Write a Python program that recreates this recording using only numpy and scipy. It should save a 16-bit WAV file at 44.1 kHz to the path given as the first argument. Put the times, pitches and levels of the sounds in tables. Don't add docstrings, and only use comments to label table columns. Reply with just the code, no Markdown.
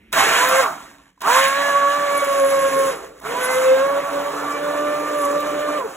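import sys
import numpy as np
from scipy import signal
from scipy.fft import rfft, irfft, next_fast_len
from scipy.io import wavfile
from scipy.ndimage import uniform_filter1d, map_coordinates

SR = 44100
rng = np.random.default_rng(int(sys.argv[2]) if len(sys.argv) > 2 else 0)


def pcm_store(signal):
    levels = np.round(np.clip(np.atleast_2d(signal), -1, 1) * 32767)
    wavfile.write(sys.argv[1], SR, levels.astype(np.int16).T)


def elevation(decibels):
    levels = np.asarray(decibels, float)
    return 10 ** (levels / 20)


N = 263012

# (frequency [Hz], level [dB])
RUMBLE_COLOUR = [(15, -45.5), (28, -20.5), (40, 0.5), (62, 4.5), (80, -8), (100, -4.5), (125, -12),
                 (170, -39.5)]
# (time [s], level [dB])
HAND_GRIP = [(.1, 3), (.2, 11), (.55, 3), (.7, 1)]
# (time [s], level [dB])
SUPPRESSION = [(0, 2.5), (.11, 2.5), (.85, 4), (1, -9.5), (1.1, -10.5), (1.14, -30), (1.2, -20.5),
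               (1.23, -6.5), (3.05, 0), (3.15, -15), (3.22, 0)]
# (frequency [Hz], level [dB])
AIR_COLOUR = [(120, -38.5), (200, 12.5), (350, 8), (700, -12), (1100, -13), (2200, 1.5), (3500, -11.5),
              (6000, -35.5)]

# (time [s], peak level [dB], thud level [dB])
SWITCH_KNOCKS = [
    (0.121, -24, -11),
    (0.127, -6.5, -2),
    (1.177, -58, 29.5),
    (1.206, -26, -15),
    (1.217, -17, 12.5),
    (1.264, -25, 10),
    (3.2, -38, -14),
    (3.216, -36, 14),
]
# (on [s], off [s], blade rate missing at start [Hz], swirl drain after release [dB/s],
# tone fade after release [dB/s])
PRESSES = [
    (.124, 0.606, 301.3, 125, 220),
    (1.205, 2.9, 331.4, 104.8, 260),
    (3.205, 5.777, 200.7, 68.5, 119.1),
]
# (time [s], rate [Hz])
BLADE_SPEED = [
    [(.24, 488.8), (.38, 488), (.43, 509.5), (.5, 519.1), (.605, 534.5)],
    [(1.44, 551), (1.504, 549), (1.6, 565.5), (1.864, 564.4), (1.974, 575.7), (2.176, 565.6),
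     (2.426, 551.2), (2.7, 545.3), (2.9, 542)],
    [(3.45, 510.5), (3.73, 524.5), (3.8, 537), (3.85, 552), (3.94, 563.4), (4.62, 583.9), (5.05, 594.4),
     (5.5, 588.2), (5.76, 596)],
]

# (time [s], churning level [dB], splashing level [dB])
SOUP_LEVELS = [
    [(.135, -31, -31.5), (.167, -24, -29), (.195, -21.5, -21.5), (.28, -28, -27), (.365, -30.5, -23),
     (.51, -27, -30.5), (.59, -32.5, -28), (.63, -27, -29.5)],
    [(1.217, -48, -47), (1.279, -20, -32), (1.31, -26, -27.5), (1.371, -27.5, -25.5), (1.455, -29, -28.5),
     (1.523, -35.5, -33.5), (1.64, -32.5, -33.5), (1.8, -36, -38), (2.92, -38, -38.5)],
    [(3.21, -48, -62), (3.26, -35.5, -43), (3.34, -34.5, -38), (3.6, -35, -37), (3.74, -35.5, -36.5),
     (3.9, -36, -43.5), (5.05, -38.5, -44), (5.22, -39, -42), (5.4, -38, -43)],
]
# (time [s], length [s], level [dB])
GUARD_CHATTER = [(.34, 0.066, -41), (0.464, 0.04, -25), (0.552, 0.034, -31), (1.327, .16, -32.5),
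                 (1.371, 0.016, -24.5), (2.17, .02, -27), (2.183, .72, -31.5), (3.426, 0.031, -27.5),
                 (3.515, .02, -26.5), (3.541, .1, -35), (5.177, 0.064, -35)]
# (frequency [Hz], width [Hz], level [dB])
BASE_MODES = [(149.8, 12.2, -0.5), (186.7, 13, 0.5), (284.3, 16.7, 8.5)]
# (frequency [Hz], width [Hz], level [dB])
POT_MODES = [(661, 30.4, -2.5), (783, 46, -11.5), (1124, 104, -1), (1369, 39, -0.5), (1440, 78, -8),
             (2060, 18, -29)]
# (frequency [Hz], level [dB])
ROAR_COLOUR = [(250, -16.5), (420, -14.5), (600, -2.5), (800, 2), (1100, -0.5), (1500, -3.5), (1900, -11.5),
               (2500, -18), (4000, -17)]
SLOSH_COLOUR = [(900, -28.5), (1600, 6), (2200, -0.5), (3000, -3), (4200, -7), (5200, -17), (7500, -32)]
HISS_COLOUR = [(3000, -51), (4500, -5.5), (6000, -1), (7500, 3), (9000, -4), (12000, -7.5), (15500, -9),
               (17000, -11)]
# (frequency [Hz], width [Hz], level [dB])
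RATTLE_MODES = [(10630, 2600, 0)]
# (time [s], level [dB])
GUARD_PRESS = [
    [(.145, -39), (.2, -32.5), (.6, -46.5)],
    [(1.27, -52), (1.39, -47.5), (2.05, -44), (2.6, -39.5), (2.9, -35.5)],
    [(3.22, -55), (3.3, -37), (3.48, -40.5), (5.0, -37.5), (5.71, -36)],
]
# (frequency [Hz], width [Hz], level [dB])
BELLY_MODES = [(415, 22, -2), (448, 18.2, 0.5), (541, 41, 1.5), (298, 62, -12.5), (156.7, 9.6, -12.5)]
# (time [s], peak level [dB])
PEA_CHOPS = [(0.171, -25), (0.2094, -23), (0.2443, -20), (0.2803, -21), (0.4886, -4), (1.3014, -19),
             (1.3619, -16), (2.1886, -21), (2.2463, -16), (2.5272, -23), (3.2, -30), (3.277, -27),
             (3.4077, -25), (5.2523, -13), (5.4031, -16)]

# (time [s], blade tone level [dB], octave level [dB], higher orders level [dB])
BLADE_SONG = [
    [(.18, -49, -51.5, -50.5), (.24, -32, -53, -40), (.3, -37, -28, -41), (.43, -28.5, -30, -30),
     (.5, -21.5, -22.5, -26), (.556, -18.5, -44, -26.5), (.605, -14.5, -29, -20.5)],
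    [(1.24, -26.5, -36, -14), (1.284, -30.5, -17.5, -22), (1.42, -16, -17, -36), (1.51, -28, -19.5, -29),
     (1.67, -23, -25.5, -26.5), (1.73, -24.5, -15, -30), (2.05, -24.5, -22, -34),
     (2.5, -14.5, -23.5, -37.5), (2.9, -18, -23.5, -37)],
    [(3.3, -32, -44, -47), (3.45, -28, -31, -28), (3.66, -12.5, -47, -32.5), (3.8, -12.5, -27, -30),
     (3.87, -21, -21.5, -34), (4.1, -25, -31.5, -48), (4.7, -24, -26.5, -38), (5.3, -20.5, -25.5, -41.5),
     (5.76, -25.5, -26.5, -38.5)],
]
# (time [s], half length [s], blade tone change [dB], octave change [dB])
BLADE_GULPS = [(0.435, 0.029, -1.5, 13.5), (0.59, 0.01, 0, 19), (2.205, 0.013, -47, 4),
               (2.26, 0.0087, -15, -2), (2.336, 0.0069, -13, 3), (2.505, .025, -4.5, -9),
               (2.614, 0.014, -11, 2), (2.706, 0.021, -16, -3.5), (3.364, 0.034, -3.5, 16.5),
               (1.764, 0.033, 1.5, 3.5), (2.226, 0.008, 5, 3), (4.019, 0.012, -19, -3),
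               (3.54, 0.029, -1.5, -6), (4.101, 0.031, -6.5, 5.5), (4.356, 0.047, -23, -3),
               (4.5, 0.058, -25, 1.5), (4.593, 0.032, -4.5, -19), (5.073, 0.057, -14, -1.5),
               (5.26, 0.033, 0.5, 7), (5.427, 0.038, -8.5, 3.5), (5.56, 0.033, 1, -9),
               (5.813, 0.027, 4.5, 19), (5.856, .02, 19, 0.5)]
# (multiple of blade rate [-], level [dB])
HIGH_ORDERS = [(1.5, -17.5), (2.5, -4.5), (3.5, -18.5), (4, -6), (5, -13), (6, -16), (7, -17)]

# (frequency [Hz], phase [radians])
PORT_LEAD = [(80, .18), (260, 0.54), (550, 1.99), (800, 2.1), (1300, 1.86), (2300, 2.02), (3000, 2.92),
             (3800, 3.9), (4500, 3.5)]
# (frequency [Hz], level difference [dB])
PORT_LEAN = [(100, -4), (500, 0.9), (780, -8), (1100, -3.5), (1400, -2), (2200, -4.5), (3300, 0)]
# (frequency [Hz], decay time [s])
KITCHEN_DECAY = [(200, 0.34), (2000, 0.16), (10000, 0.18)]
# (low edge [Hz], high edge [Hz])
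SUM_HOLES = [(4330, 5130), (8350, 9450), (12450, 13780), (15700, 30000)]
DIFFERENCE_HOLES = [(6300, 7550), (10400, 11700), (14450, 30000)]

BITE_S = 0.0093
SPIN_UP_S, COAST_S = .065, .26
BOG_S, BOG_HZ, BOG_IN_S, BOG_OUT_S = 5.26, 22.69, 0.0634, .09
SOUP_LAG_S = 0.024
SWIRL_DB, SWIRL_FADES_DB_S = -44, 41
SPLASH_STOPS_DB_S, HISS_STOPS_DB_S = 263, 198
FOAM_DB, FOAM_FADES_DB_S, FOAM_BRIGHT_DB = -49.5, 24, 3
HISS_DB, HISS_WITH_RATTLE = -3.5, .15
CHATTER_IDLE_DB, CHATTER_RISE_DB_S, CHATTER_FALL_DB_S = -13.5, 303, 204
BELLY_FADES_DB_S = 61.5
SHAFT_DB, SHAFT_PEAK_HZ, SHAFT_WIDTH_HZ = 2.5, 292, 22.5
SPIN_UP_BLUR_DB = -9
LET_GO_DB, LET_GO_S = -8, 0.008
PORT_DELAY_S = 2.325e-4
MIC_LOW_HZ = 60
THIN_HZ = 13700


def unit(x):
    return x / np.sqrt(np.mean(x ** 2) + 1e-20)


def along(points, hz):
    f, v = np.transpose(points)
    return np.interp(np.log(hz + 1), np.log(f + 1), v)


def curves(rows):
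    s, *columns = np.transpose(rows)
    return [np.interp(np.arange(N) / SR, s, column) for column in columns]


def wobble(rate):
    coarse = np.arange(0, N + 64, 64)
    knots = rng.standard_normal(int(N * rate / SR) + 4)
    return np.interp(np.arange(N), coarse, map_coordinates(knots, [coarse * rate / SR]))


def filtered(x, response):
    m = next_fast_len(N + SR // 2)
    return irfft(rfft(x, m) * response(np.fft.rfftfreq(m, 1 / SR)), m)[..., :N]


def modes(table, f):
    total = 0
    for k, (centre, width, db) in enumerate(table):
        ring = 1j * f * width / (centre * centre - f * f + 1j * f * width)
        total = total + (-1) ** k * elevation(db) * ring
    return total


def patchy(patchy_db):
    z = signal.stft(rng.standard_normal(N + SR), nperseg=512)[2]
    field = uniform_filter1d(uniform_filter1d(rng.standard_normal(z.shape), 6, 0), 8, 1)
    return signal.istft(z * elevation(patchy_db * unit(field)), nperseg=512)[1][:N]


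def bursts():
    on, off = np.transpose(PRESSES)[:2]
    t = np.arange(N) / SR
    k = np.maximum(np.searchsorted(on, t) - 1, 0)
    return k, t - on[k], np.maximum(t - off[k], 0)


def per_burst(tables):
    return np.choose(bursts()[0], [np.array(curves(rows)) for rows in tables])


def bite_db():
    since_on = bursts()[1]
    return np.where(since_on < 0, -100, 20 * np.clip(since_on / BITE_S - 1, -1, 0))


def rumble():
    low = filtered(rng.standard_normal(N), lambda f: elevation(along(RUMBLE_COLOUR, f)))
    level_db = -61 + 1.1 * wobble(3.088) + curves(HAND_GRIP)[0] + .45 * curves(SUPPRESSION)[0]
    return elevation(level_db) * unit(low)


def air():
    tone = filtered(patchy(patchy_db=1.5), lambda f: elevation(along(AIR_COLOUR, f)))
    return elevation(-56.5 + curves(SUPPRESSION)[0]) * unit(tone)


def switch_clicks():
    out, t = np.zeros(N + SR), np.arange(SR // 20) / SR
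    for s, db, thud_db in SWITCH_KNOCKS:
        grit = uniform_filter1d(rng.standard_normal(len(t)), size=2)
        crack = (1 - np.exp(-t / 0.00047)) * elevation(-60 * t / 0.029) * grit
        thud = elevation(thud_db - 13 - 60 * t / .04) * np.sin(2 * np.pi * 1020 * t)
        out[round(s * SR):][:len(t)] += elevation(db - 5.5) * (crack + thud)
    return out[:N]


def blade_hz():
    k, since_on, since_off = bursts()
    late = np.arange(N) / SR - BOG_S
    bog = BOG_HZ * np.exp(-(late / np.where(late < 0, BOG_IN_S, BOG_OUT_S)) ** 2)
    missing = np.array(PRESSES)[k, 2] * np.exp(-np.maximum(since_on, 0) / SPIN_UP_S)
    return (per_burst(BLADE_SPEED)[0] - missing - bog) * np.exp(-since_off / COAST_S)


def shaft():
    return np.cumsum(blade_hz() * (1 + 0.0019 * wobble(40))) / SR


def soup_db():
    k, _, since_off = bursts()
    after, t = np.maximum(since_off - SOUP_LAG_S, 0), np.arange(N) / SR
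    churn_db, splash_db = per_burst(SOUP_LEVELS) + bite_db()
    shut_db = .6 * curves(SUPPRESSION)[0]
    foam_db = np.minimum(splash_db, FOAM_DB - FOAM_FADES_DB_S * after) + shut_db
    splash_db = np.maximum(splash_db - SPLASH_STOPS_DB_S * after, foam_db)

    chatters = []
    for s, length, db in GUARD_CHATTER:
        rise_db = CHATTER_RISE_DB_S * np.maximum(s - t, 0)
        fall_db = CHATTER_FALL_DB_S * np.maximum(t - s - length, 0)
        chatters.append(db - rise_db - fall_db)
    chatter_db = np.max(chatters, axis=0)
    over_db = np.maximum(chatter_db - splash_db - CHATTER_IDLE_DB, 0) * (bite_db() > -1)

    swirl_db = np.minimum(churn_db, SWIRL_DB - SWIRL_FADES_DB_S * after) + shut_db
    roar_db = np.maximum(churn_db - np.array(PRESSES)[k, 3] * after + 0.22 * shut_db, swirl_db)
    spray_db = splash_db - HISS_STOPS_DB_S * after
    hiss_db = np.maximum(spray_db, foam_db + FOAM_BRIGHT_DB * (after > 0))
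    hiss_db = hiss_db + HISS_DB + HISS_WITH_RATTLE * over_db
    rattle_db = np.maximum(spray_db, foam_db) + CHATTER_IDLE_DB + over_db
    return roar_db, splash_db, hiss_db, rattle_db


def churn(turns):
    roar_db, slosh_db, hiss_db, rattle_db = soup_db()

    def beat(depth):
        return 1 + depth * np.cos(2 * np.pi * turns) + 0.3 * depth * np.cos(np.pi * turns)

    surge = 1.0 * wobble(17) + 0.98 * wobble(45)
    spatter = elevation(6.0 * rng.standard_normal(N)) * (rng.random(N) < .03) * rng.standard_normal(N)
    spatter = unit(spatter)
    tick = 0.47 + elevation(5.5 * wobble(150)) * np.cos(np.pi * turns / 2) ** 6

    base = filtered(patchy(patchy_db=1.0), lambda f: modes(BASE_MODES, f) / (1 + (f / 330) ** 4))
    roar = filtered(patchy(patchy_db=2.5) * beat(0.35),
                    lambda f: elevation(along(ROAR_COLOUR, f)) * (0.2 + np.abs(modes(POT_MODES, f))))
    slosh = filtered(patchy(patchy_db=1.5) * beat(0.25), lambda f: elevation(along(SLOSH_COLOUR, f)))
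    hiss = filtered(patchy(patchy_db=0.5) * beat(0.4) + 0.35 * spatter,
                    lambda f: elevation(along(HISS_COLOUR, f)))
    rattle = filtered(patchy(patchy_db=-5.5) * tick + 0.39 * spatter,
                      lambda f: modes(RATTLE_MODES, f) ** 2)

    mix = elevation(0.49 * roar_db - 28.5) * unit(base)
    mix += elevation(roar_db + 7 + 0.44 * surge) * unit(roar)
    mix += elevation(slosh_db + 6 + 0.21 * surge) * unit(slosh)
    mix += elevation(hiss_db + 3.5 + 0.98 * surge) * unit(hiss)
    mix += elevation(rattle_db - 7 + 0.4 * surge) * unit(rattle)
    return mix


def belly():
    shake_db = per_burst(GUARD_PRESS)[0] + bite_db() - BELLY_FADES_DB_S * bursts()[2]
    ring = filtered(patchy(patchy_db=1.5), lambda f: np.abs(modes(BELLY_MODES, f)) / (1 + (f / 600) ** 4))
    return elevation(shake_db + 5 + 1.0 * wobble(11)) * unit(ring)


def struck_peas():
    out, t = np.zeros(N + SR), np.arange(SR // 20) / SR
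    for s, db in PEA_CHOPS:
        bright = np.diff(rng.standard_normal(len(t) + 1))
        out[round(s * SR):][:len(t)] += elevation(db - 13.5 - 60 * t / 0.032) * bright
    return out[:N]


def whine(turns):
    k, since_on, since_off = bursts()

    def tone(order, waver):
        phase = 2 * np.pi * (order * turns + rng.random()) + waver * wobble(30)
        return (1 + waver * wobble(30)) * np.sin(phase)

    first_db, second_db, third_db = per_burst(BLADE_SONG)
    for s, half, first_change_db, second_change_db in BLADE_GULPS:
        gulp = np.exp(-((np.arange(N) / SR - s) / half) ** 2)
        first_db = first_db + first_change_db * gulp
        second_db = second_db + second_change_db * gulp
    off_peak = (blade_hz() - 2 * SHAFT_PEAK_HZ) / SHAFT_WIDTH_HZ
    shaft_db = SHAFT_DB + per_burst(GUARD_PRESS)[0] - 10 * np.log10(1 + off_peak ** 2) + 2 * wobble(14)

    high = sum(elevation(db + 2.4 * wobble(8)) * tone(order, waver=0.37) for order, db in HIGH_ORDERS)
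    high = high * elevation(SPIN_UP_BLUR_DB * np.exp(-np.abs(since_on) / .15))
    tones = elevation(first_db + 3) * tone(order=1, waver=0.2)
    tones += elevation(second_db + 1.0) * tone(order=2, waver=0.25)
    tones += elevation(third_db + 1.5 + 0.95 * wobble(9)) * (tone(order=3, waver=0.39) + high)
    tones += elevation(shaft_db + 3.5) * tone(order=.5, waver=0.32)

    start_db = bite_db() - 87 * np.exp(-np.abs(since_on) / 0.02)
    let_go_db = LET_GO_DB * (1 - np.exp(-since_off / LET_GO_S))
    fade_db = np.array(PRESSES)[k, 4] * since_off
    return elevation(start_db + let_go_db - fade_db) * tones


def kitchen(x):
    hz, t, z = signal.stft(rng.standard_normal((2, SR // 2)), SR, nperseg=256)
    decay = elevation(-60 * t / along(KITCHEN_DECAY, hz)[:, None])
    tail = signal.istft(z * decay * (hz[:, None] > 400), SR, nperseg=256)[1]
    return signal.fftconvolve(x[None], tail / np.linalg.norm(tail[0]), axes=1)[:, :N]


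def ports(x):
    def response(f):
        low_cut = f * f / (f * f + MIC_LOW_HZ ** 2)
        turn = np.pi * f * PORT_DELAY_S - along(PORT_LEAD, f) / 2
        half = elevation(along(PORT_LEAN, f) / 2) * np.exp(1j * turn)
        return low_cut * np.array([half, 1 / half])

    return filtered(x, response)


def without(x, gaps):
    hz, t, z = signal.stft(x, SR, nperseg=2048)
    hz = hz[:, None]
    keep = rng.random(z.shape) > .3 * (hz > THIN_HZ)
    lost = np.repeat(rng.random((len(hz) // 16 + 1, len(t))) < .1, 16, axis=0)[:len(hz)]
    keep &= ~lost | (hz < THIN_HZ)
    for low, high in gaps:
        slip = 260 * (rng.random((2, len(t))) < .1) + 40 * rng.standard_normal((2, len(t)))
        keep &= (hz < low + slip[0]) | (hz > high - slip[1])
    treble = np.sum(np.abs(z[hz[:, 0] > 5000]) ** 2, axis=0)
    attack = treble > 300 * np.roll(treble, 2)
    attack[:2] = False
    keep |= attack & (hz < 15900)
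    return signal.istft(z * keep, SR, nperseg=2048)[1][:N]


def scene():
    turns = shaft()
    noise = air() + switch_clicks() + churn(turns) + belly() + struck_peas()
    return ports(whine(turns) + noise) + elevation(-11.0) * kitchen(noise) + rumble()


def top_cut(x):
    return signal.sosfilt(signal.butter(12, 17020, fs=SR, output="sos"), x)


def record(dry):
    soft = dry / (1 + np.abs(dry / .9) ** 6) ** (1 / 6)
    mid = without((soft[0] + soft[1]) / 2, SUM_HOLES)
    side = without((soft[0] - soft[1]) / 2, DIFFERENCE_HOLES)
    mix = np.array([mid + side, mid - side])
    return top_cut(mix)


dry = scene()
out = record(dry)
pcm_store(out)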